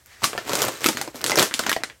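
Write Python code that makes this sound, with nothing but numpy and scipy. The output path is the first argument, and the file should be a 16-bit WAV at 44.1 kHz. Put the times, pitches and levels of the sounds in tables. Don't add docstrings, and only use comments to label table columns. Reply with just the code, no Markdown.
import sys
import numpy as np
from scipy import signal
from scipy.fft import rfft, irfft, next_fast_len
from scipy.io import wavfile

SR = 44100
rng = np.random.default_rng(int(sys.argv[2]) if len(sys.argv) > 2 else 0)


def unload_wav(signal):
    wavfile.write(
        sys.argv[1],
        SR,
        np.round(np.clip(np.atleast_2d(signal).T, -1, 1) * 32767).astype(np.int16),
    )


N = 88200

# frequency in Hz, level in dB.
BODY_TONE = [(25, -46), (70, -13.5), (125, -1), (175, -8), (250, -1), (330, 1.5), (560, 0), (750, -5.5),
             (1300, -8), (2500, -10.5), (6000, -47)]

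CRACK_DB, POP_DB, WRINKLE_DB, BODY_DB, BUCKLE_DB, FACET_DB = 1, -3.5, -4.5, -2, 0, -0.5
PUFF_DB = -11.5
POP_WALLS_DB = -1
FIRST_SLIP = 3.7
PANEL_CYCLES, BUCKLE_CYCLES = 10.8, 9
PANEL_SCATTER = 0.032
PANEL_RISE_CYCLES = 0.23
WRINKLES_PER_S, WRINKLE_SPREAD_DB = 1500, 3.5
FLEXES_PER_S, FLEX_SPREAD_DB = 330, 2.5
GRIP_FADE_S = 0.019
FACET_T60_S = 0.028
SQUEAK_HALF_S, SQUEAK_WOBBLE = 0.0039, .012
NEAR_DB, NEAR_DELAY_S, NEAR_T60_S = -6, .003, 0.044
WALLS_DB, WALLS_DELAY_S, WALLS_T60_S = -8, .007, .22
FLOOR_DB = -58.5
CEILING = .9
CUTOFF_HZ = 15900


def snaps():
    # start in seconds, crack energy in dB, crack pitch in Hz, its top octave relative to it in dB,
    # crack length in ms (slips down by 4 dB), panel pop energy in dB, panel pitch in Hz,
    # extra level sent to the walls in dB. Crack and pop energies are ahead of their trims.
    snap_rows = [(0.0604, -26.5, 7580, -6, 0.26, -33, 1410, 6), (0.22, -21, 3130, -10, 4.3, -5.5, 880, 8),
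                 (0.2316, -12, 2790, -14, 0.3, -6, 1310, 8), (0.2353, -0.5, 4200, -16, 3, -3, 1310, -10),
                 (0.242, 7.5, 5270, -21, 1.2, 0, 1140, 6.5), (0.247, -2, 6090, -9, 0.5, -3, 1010, 8),
                 (0.3314, -15.5, 1690, -20, 1.7, -1.5, 1160, 4),
                 (0.3513, -15.5, 1500, -24, 0.63, -4, 680, -2), (0.359, -31, 1800, -20, 0.8, -8, 900, 2),
                 (0.478, -15, 3500, -7, 2.4, -5, 844, 9), (0.378, -7.5, 2900, -16, 2.5, 2.5, 1270, 4),
                 (0.495, -5.5, 3960, -13, 0.44, 1.5, 790, 4), (0.5191, -9.5, 3650, -10, 2.2, -3, 1290, 8),
                 (0.5339, 0, 3800, -9, 0.76, -6.5, 610, 5), (0.554, 3, 4950, -13, 1.5, 1, 1380, -3),
                 (0.573, -8, 5860, -11, 0.8, -5, 725, 9), (0.5894, -3.5, 5600, -13, 1.3, -7, 850, -10),
                 (0.6197, 6, 5300, -7.5, 0.27, 3.5, 816, 0.5), (0.628, -1.5, 5750, -13, 1.1, -5, 1290, -3),
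                 (0.6414, -16, 2800, -14, 1, 2.5, 1030, -8), (0.6345, -5, 6000, -9, 1.0, -5, 730, -7),
                 (0.6508, -4, 6190, -7, 0.23, 0, 554, -7), (0.683, -3.5, 5100, -11, 0.5, 2, 517, -14),
                 (0.6857, -10, 4380, -18, 2.1, -2.5, 740, 7), (0.8074, -13, 5400, -8.5, 0.8, -18, 1470, 7),
                 (0.8435, 6, 3860, -7, 0.23, -4, 1010, 2), (0.8613, 7.5, 3900, -7.5, 1.4, -7, 650, -10),
                 (0.868, 3, 6390, -15, 1.5, 1.5, 457, 4), (0.8868, 6.5, 5280, -14, 3, -18, 615, 1.5),
                 (0.89, -2, 4500, -19, 0.35, 5, 870, 2), (0.9302, -15, 4000, -10, 1.2, -15, 1200, -10),
                 (0.9715, -4, 3800, -10.5, 2.4, -1.5, 1320, 7),
                 (1.0139, -1, 5880, -21, 1.8, -2.5, 754, 2.5), (1.077, -16, 4540, -17, 2, -5.5, 774, -3),
                 (1.145, -24, 1940, -9, 1.6, -12, 470, 15), (1.1578, -14, 5640, -5, 1.1, -14, 746, 10),
                 (1.2093, -20, 3210, -19.5, 0.5, -9, 1520, 3), (1.215, -10.5, 5680, -8, 0.26, -26, 463, -6),
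                 (1.242, 3.5, 4470, -6, 0.2, 5, 3400, -3), (1.2635, 3, 5470, -30, 0.24, -12, 880, 7.5),
                 (1.297, 1, 3830, -26, 0.98, 0, 685, 5), (1.3076, -5, 3970, -4, 2.8, 3, 1240, -10),
                 (1.318, 0.5, 3930, -26, 1.2, 5, 714, 4.5), (1.3574, 3.5, 5300, -14, 0.35, 1.5, 910, -16),
                 (1.3714, -2.5, 5300, -12, 0.37, -14, 745, -7), (1.3744, 5.5, 3500, -22, 6, 7, 553, -14),
                 (1.3871, 4.5, 5330, -9, 0.84, 11.5, 1200, -1.5), (1.39, 2, 2760, -5, 0.27, -10, 630, 10),
                 (1.3952, 10, 4130, -15, 0.69, -10, 580, -5.5), (1.4021, -17, 4910, -7, 1.2, 1, 1250, 10),
                 (1.4194, -2, 5920, -8, 0.94, 2.5, 910, -4), (1.4264, 6.5, 5750, -15, 2.5, 5, 1290, 5.5),
                 (1.433, -11, 4910, -8, 1.1, 4, 550, 6), (1.5114, -37, 2680, -31, 1.2, -3, 1460, 12),
                 (1.5404, 4.5, 4930, -20, 0.32, -3, 2080, 2.5), (1.5927, 3, 4530, -13, 1.6, -6.5, 1075, 3),
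                 (1.5951, -5, 5420, -21, 1, 7.5, 1174, -10), (1.6374, -21, 3450, -16, 1.6, -1.5, 1650, -8),
                 (1.665, -16, 3550, -17, 0.82, 5.5, 1240, 2),
                 (1.6672, -1.5, 3430, -22, 0.97, 4.5, 1300, 8.5), (1.6945, 2, 4030, -5.5, 2, 8, 1580, 2.5),
                 (1.7163, -0.5, 4510, -4.5, 0.5, 7, 1500, -4), (1.7287, 1, 4400, -12, 2.1, 4, 1750, 1.5),
                 (1.7641, -7, 2950, -18, 2.2, 2.5, 780, -1), (1.836, -1, 4100, -33, 0.79, 1, 1380, -0.5),
                 (1.8996, -25, 2810, -20, 1.7, -11.5, 1780, 5.5)]
    # ratio to the panel pitch, level in dB.
    panel_modes = [(0.159, -19.5), (0.332, -12), (0.581, -5.5), (0.879, -3), (1.06, 1.5), (1.35, -5.5),
                   (1.9, -7.5)]
    # frequency in Hz, level in dB.
    puff_tone = [(30, -24), (70, -7), (130, -4), (200, 5), (330, 4.5), (500, 6), (800, -5), (2000, -42),
                 (8000, -62)]
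    out = np.zeros(N)
    t = np.arange(SR // 25) / SR
    click = (t == 0) * 1.0
    for s, crack_db, crack_hz, top_db, length_ms, pop_db, panel_hz, walls_db in snap_rows:
        fade = np.exp(-(t * 1000 / length_ms / 1.45) ** 2)
        slips = rng.standard_normal(len(t)) * fade + FIRST_SLIP * click
        crack_gain = from_db(CRACK_DB + crack_db)
        sharp = crack_gain * crack(slips, crack_hz, top_db)
        even = crack_gain * crack(click, crack_hz, top_db)
        puff = rng.choice([-1, 1]) * from_db(PUFF_DB) * unit(colour(click, puff_tone))
        hollow = from_db(POP_DB + pop_db) * (pop(t, panel_hz, panel_modes, PANEL_CYCLES) + puff)
        to_walls = from_db(walls_db) * (even + from_db(POP_WALLS_DB) * hollow)
        add(out, s, in_room(sharp + hollow, to_walls))
    return out


def crack(slips, pitch_hz, top_db):
    # ratio to the crack's pitch, level in dB.
    film_peak = [(.01, -52), (.035, -14.5), (.11, -12), (.27, -4.5), (.55, -1), (1.0, 1), (1.6, -2.5),
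                 (2.0, -3), (2.6, -14), (4.0, -23)]
    # frequency in Hz, level in dB.
    fizz = [(5000, -27.5), (8500, -11), (10500, 7), (13000, 4), (16000, -9.5)]
    spectrum = [(ratio * pitch_hz, db) for ratio, db in film_peak]
    return unit(colour(slips, spectrum)) + from_db(top_db) * unit(colour(slips, fizz))


def pop(t, pitch_hz, modes, cycles):
    out = 0
    for ratio, db in modes:
        hz = pitch_hz * ratio * np.exp(PANEL_SCATTER * rng.standard_normal())
        swing = (1 - np.exp(-t * hz / PANEL_RISE_CYCLES)) * from_db(-60 * t * hz / cycles)
        ring = np.diff(swing * np.sin(2 * np.pi * (hz * t + rng.random())), prepend=0)
        out = out + from_db(db) * unit(ring)
    return unit(out)


def rustle(count=3):
    # time in seconds,
    # level of the wrinkles in dB, level of the body's rustle in dB, both ahead of their trims.
    grips = [
        [(.218, -44, -53.5), (.24, -23, -25.5), (.255, -37, -34), (.29, -43, -39), (.35, -42, -44.5),
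         (.44, -41.5, -46)],
        [(.46, -34.5, -38), (.52, -27.5, -30.5), (.63, -23.5, -28.5), (.71, -32.5, -36), (.79, -37.5, -48.5)],
        [(.81, -33.5, -42), (.865, -25, -25.5), (.91, -30, -61), (.96, -38.5, -38.5), (1.04, -41.5, -38),
         (1.11, -47.5, -50.5)],
        [(1.15, -43, -48), (1.23, -44.5, -39), (1.28, -29.5, -33.5), (1.36, -40, -28.5), (1.405, -18, -19),
         (1.44, -21, -32), (1.475, -31.5, -39)],
        [(1.55, -38, -54), (1.62, -31.5, -38), (1.69, -49, -33), (1.74, -38, -61), (1.81, -66, -40),
         (1.92, -68, -53.5)],
    ]
    # frequency in Hz, level in dB.
    wrinkle_tone = [(40, -60), (400, -18), (1200, 6), (2200, 2.6), (3500, 1), (5500, -1), (7800, 0),
                    (10000, -10), (13000, -6.5), (16000, -13)]
    out = np.zeros(N)
    wrinkling = np.max([level(grip, 1) for grip in grips], axis=0)
    flexing = np.max([level(grip, 2) for grip in grips], axis=0)
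    for patch in range(count):
        ticks = grains(WRINKLES_PER_S / count, WRINKLE_SPREAD_DB)
        wrinkles = from_db(WRINKLE_DB) * wrinkling * unit(colour(ticks, wrinkle_tone))
        flexes = grains(FLEXES_PER_S / count, FLEX_SPREAD_DB)
        body = from_db(BODY_DB) * flexing * unit(colour(flexes, BODY_TONE))
        add(out, 0, in_room(wrinkles + body, wrinkles + body))
    return out * np.sqrt(N / count)


def grains(per_s, spread_db):
    sizes_db = spread_db * np.minimum(rng.exponential(1, N), 4)
    sizes = from_db(sizes_db) * rng.choice([-1, 1], N)
    return sizes * (rng.random(N) < per_s / SR)


def buckles():
    # start in seconds, energy in dB ahead of the trim, pitch in Hz.
    buckle_rows = [(0.227, -11, 166), (0.243, -7, 239), (.332, -13, 480), (.494, -12, 404), (.533, 1, 500),
                   (.693, -5, 525), (.859, 5, 326), (.886, 4, 302), (0.9, -7.5, 192), (.948, -7.5, 245),
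                   (1.076, -7, 326), (1.146, -12.5, 260), (1.254, -5.5, 390), (1.278, -8, 395),
                   (1.298, 0, 377), (1.343, -7.5, 320), (1.374, 4, 330), (1.396, 4, 373), (1.429, 0.5, 406),
                   (1.544, -13.5, 254)]
    # ratio to the buckle's pitch, level in dB.
    side_modes = [(.42, -12), (.85, -2.5), (1.02, 2.5), (1.4, -14.5), (1.75, -8.5)]
    out = np.zeros(N)
    t = np.arange(SR // 10) / SR
    for s, db, pitch_hz in buckle_rows:
        thump = from_db(BUCKLE_DB + db) * pop(t, pitch_hz, side_modes, BUCKLE_CYCLES)
        add(out, s, in_room(thump, from_db(POP_WALLS_DB) * thump))
    return out


def facets():
    # start in seconds, energy in dB ahead of the trim, pitch in Hz.
    facet_rows = [(.242, 6, 1150), (.351, -10, 553), (.379, -5, 1790), (.382, -4.5, 660), (.535, -2.5, 564),
                  (.861, 1.5, 1310), (.861, 5, 2600), (.887, -6, 1285), (1.014, -5, 790), (1.3185, 4, 2050),
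                  (1.376, -9, 560), (1.593, -1.5, 1196), (1.597, -5.5, 710), (1.694, 2.5, 1870),
                  (1.7655, 1, 682), (1.7641, -3.5, 1915), (1.836, -4.5, 2060)]
    out = np.zeros(N)
    t = np.arange(SR // 20) / SR
    for s, db, pitch_hz in facet_rows:
        tone = np.sin(2 * np.pi * pitch_hz * t) * from_db(-60 * t / FACET_T60_S)
        ring = from_db(FACET_DB + db) * unit(tone)
        add(out, s, in_room(ring, from_db(POP_WALLS_DB) * ring))
    return out


def squeaks():
    # time of the peak in seconds, peak level in dB, pitch in Hz.
    squeak_rows = [(.761, -36, 3980), (.963, -36, 4210)]
    out = np.zeros(N)
    t = np.arange(N) / SR
    for s, db, pitch_hz in squeak_rows:
        hz = pitch_hz * (1 + SQUEAK_WOBBLE * hiss(BODY_TONE))
        swell = np.exp(-((t - s) / SQUEAK_HALF_S) ** 2)
        out += from_db(db) * swell * np.sin(2 * np.pi * np.cumsum(hz) / SR)
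    return in_room(out, out)


def slide():
    # time in seconds, rms level in dB.
    slide_level = [(0, -59), (.05, -67), (.07, -56), (.13, -48.5), (.22, -53.5), (.3, -76.5)]
    # frequency in Hz, level in dB.
    slide_tone = [(100, -19), (600, -8.5), (1400, -7.5), (1750, 1), (2150, -2.5), (2600, -8), (6000, -11),
                  (14000, -25)]
    return level(slide_level, 1) * hiss(slide_tone)


def room_tone():
    # frequency in Hz, level in dB.
    floor_tone = [(20, -28), (40, -40), (62, -8), (100, -15), (200, -27), (600, -30), (2000, -37.5),
                  (8000, -33), (16000, -40)]
    return from_db(FLOOR_DB) * hiss(floor_tone)


def in_room(forward, to_walls):
    # frequency in Hz, level in dB.
    wall_tone = [(60, -20.5), (300, -2), (1000, -3.5), (3000, -2.6), (7500, 0), (11000, 0.5), (16000, -7.5)]
    near = signal.fftconvolve(forward, echoes(NEAR_DB, NEAR_DELAY_S, NEAR_T60_S))
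    walls = signal.fftconvolve(colour(to_walls, wall_tone), echoes(WALLS_DB, WALLS_DELAY_S, WALLS_T60_S))
    out = np.zeros(N)
    for part in (forward, near, walls):
        add(out, 0, part)
    return out


def echoes(db, delay_s, t60_s):
    t = np.arange(int((delay_s + t60_s) * SR)) / SR
    train = rng.standard_normal(len(t)) * (t > delay_s) * from_db(-60 * t / t60_s)
    return from_db(db) * unit(train)


def hiss(spectrum):
    return np.sqrt(N) * unit(colour(rng.standard_normal(N), spectrum))


def level(rows, column):
    rows = np.array(rows)
    t = np.arange(N) / SR
    outside_s = np.maximum(np.maximum(rows[0, 0] - t, t - rows[-1, 0]), 0)
    return from_db(np.interp(t, rows[:, 0], rows[:, column])) * np.exp(-outside_s / GRIP_FADE_S)


def colour(x, spectrum):
    size = next_fast_len(len(x) + 1024) * 2
    hz, db = np.transpose(spectrum)
    log_hz = np.log(np.fft.rfftfreq(size, 1 / SR) + 1)
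    log_gain = np.log(from_db(np.interp(log_hz, np.log(hz), db)))
    cepstrum = irfft(log_gain)[:size // 2]
    cepstrum[1:] *= 2
    response = np.exp(rfft(cepstrum, size))
    return irfft(rfft(x, size) * response)[:len(x)]


def unit(x):
    return x / np.sqrt(np.sum(x ** 2) + 1e-20)


def from_db(db):
    return 10 ** (np.asarray(db) / 20)


def add(out, s, sound):
    i = int(np.clip(s * SR, 0, N - 1))
    out[i:i + len(sound)] += sound[:N - i]


def scene():
    bag = snaps() + rustle() + buckles() + facets() + squeaks() + slide()
    return np.tile(bag + room_tone(), (2, 1))


def record(dry):
    rounded = dry / (1 + (dry / CEILING) ** 6) ** (1 / 6)
    lowpass = signal.ellip(10, .1, 80, CUTOFF_HZ, fs=SR, output="sos")
    return signal.sosfilt(lowpass, rounded)


dry = scene()
out = record(dry)
unload_wav(out)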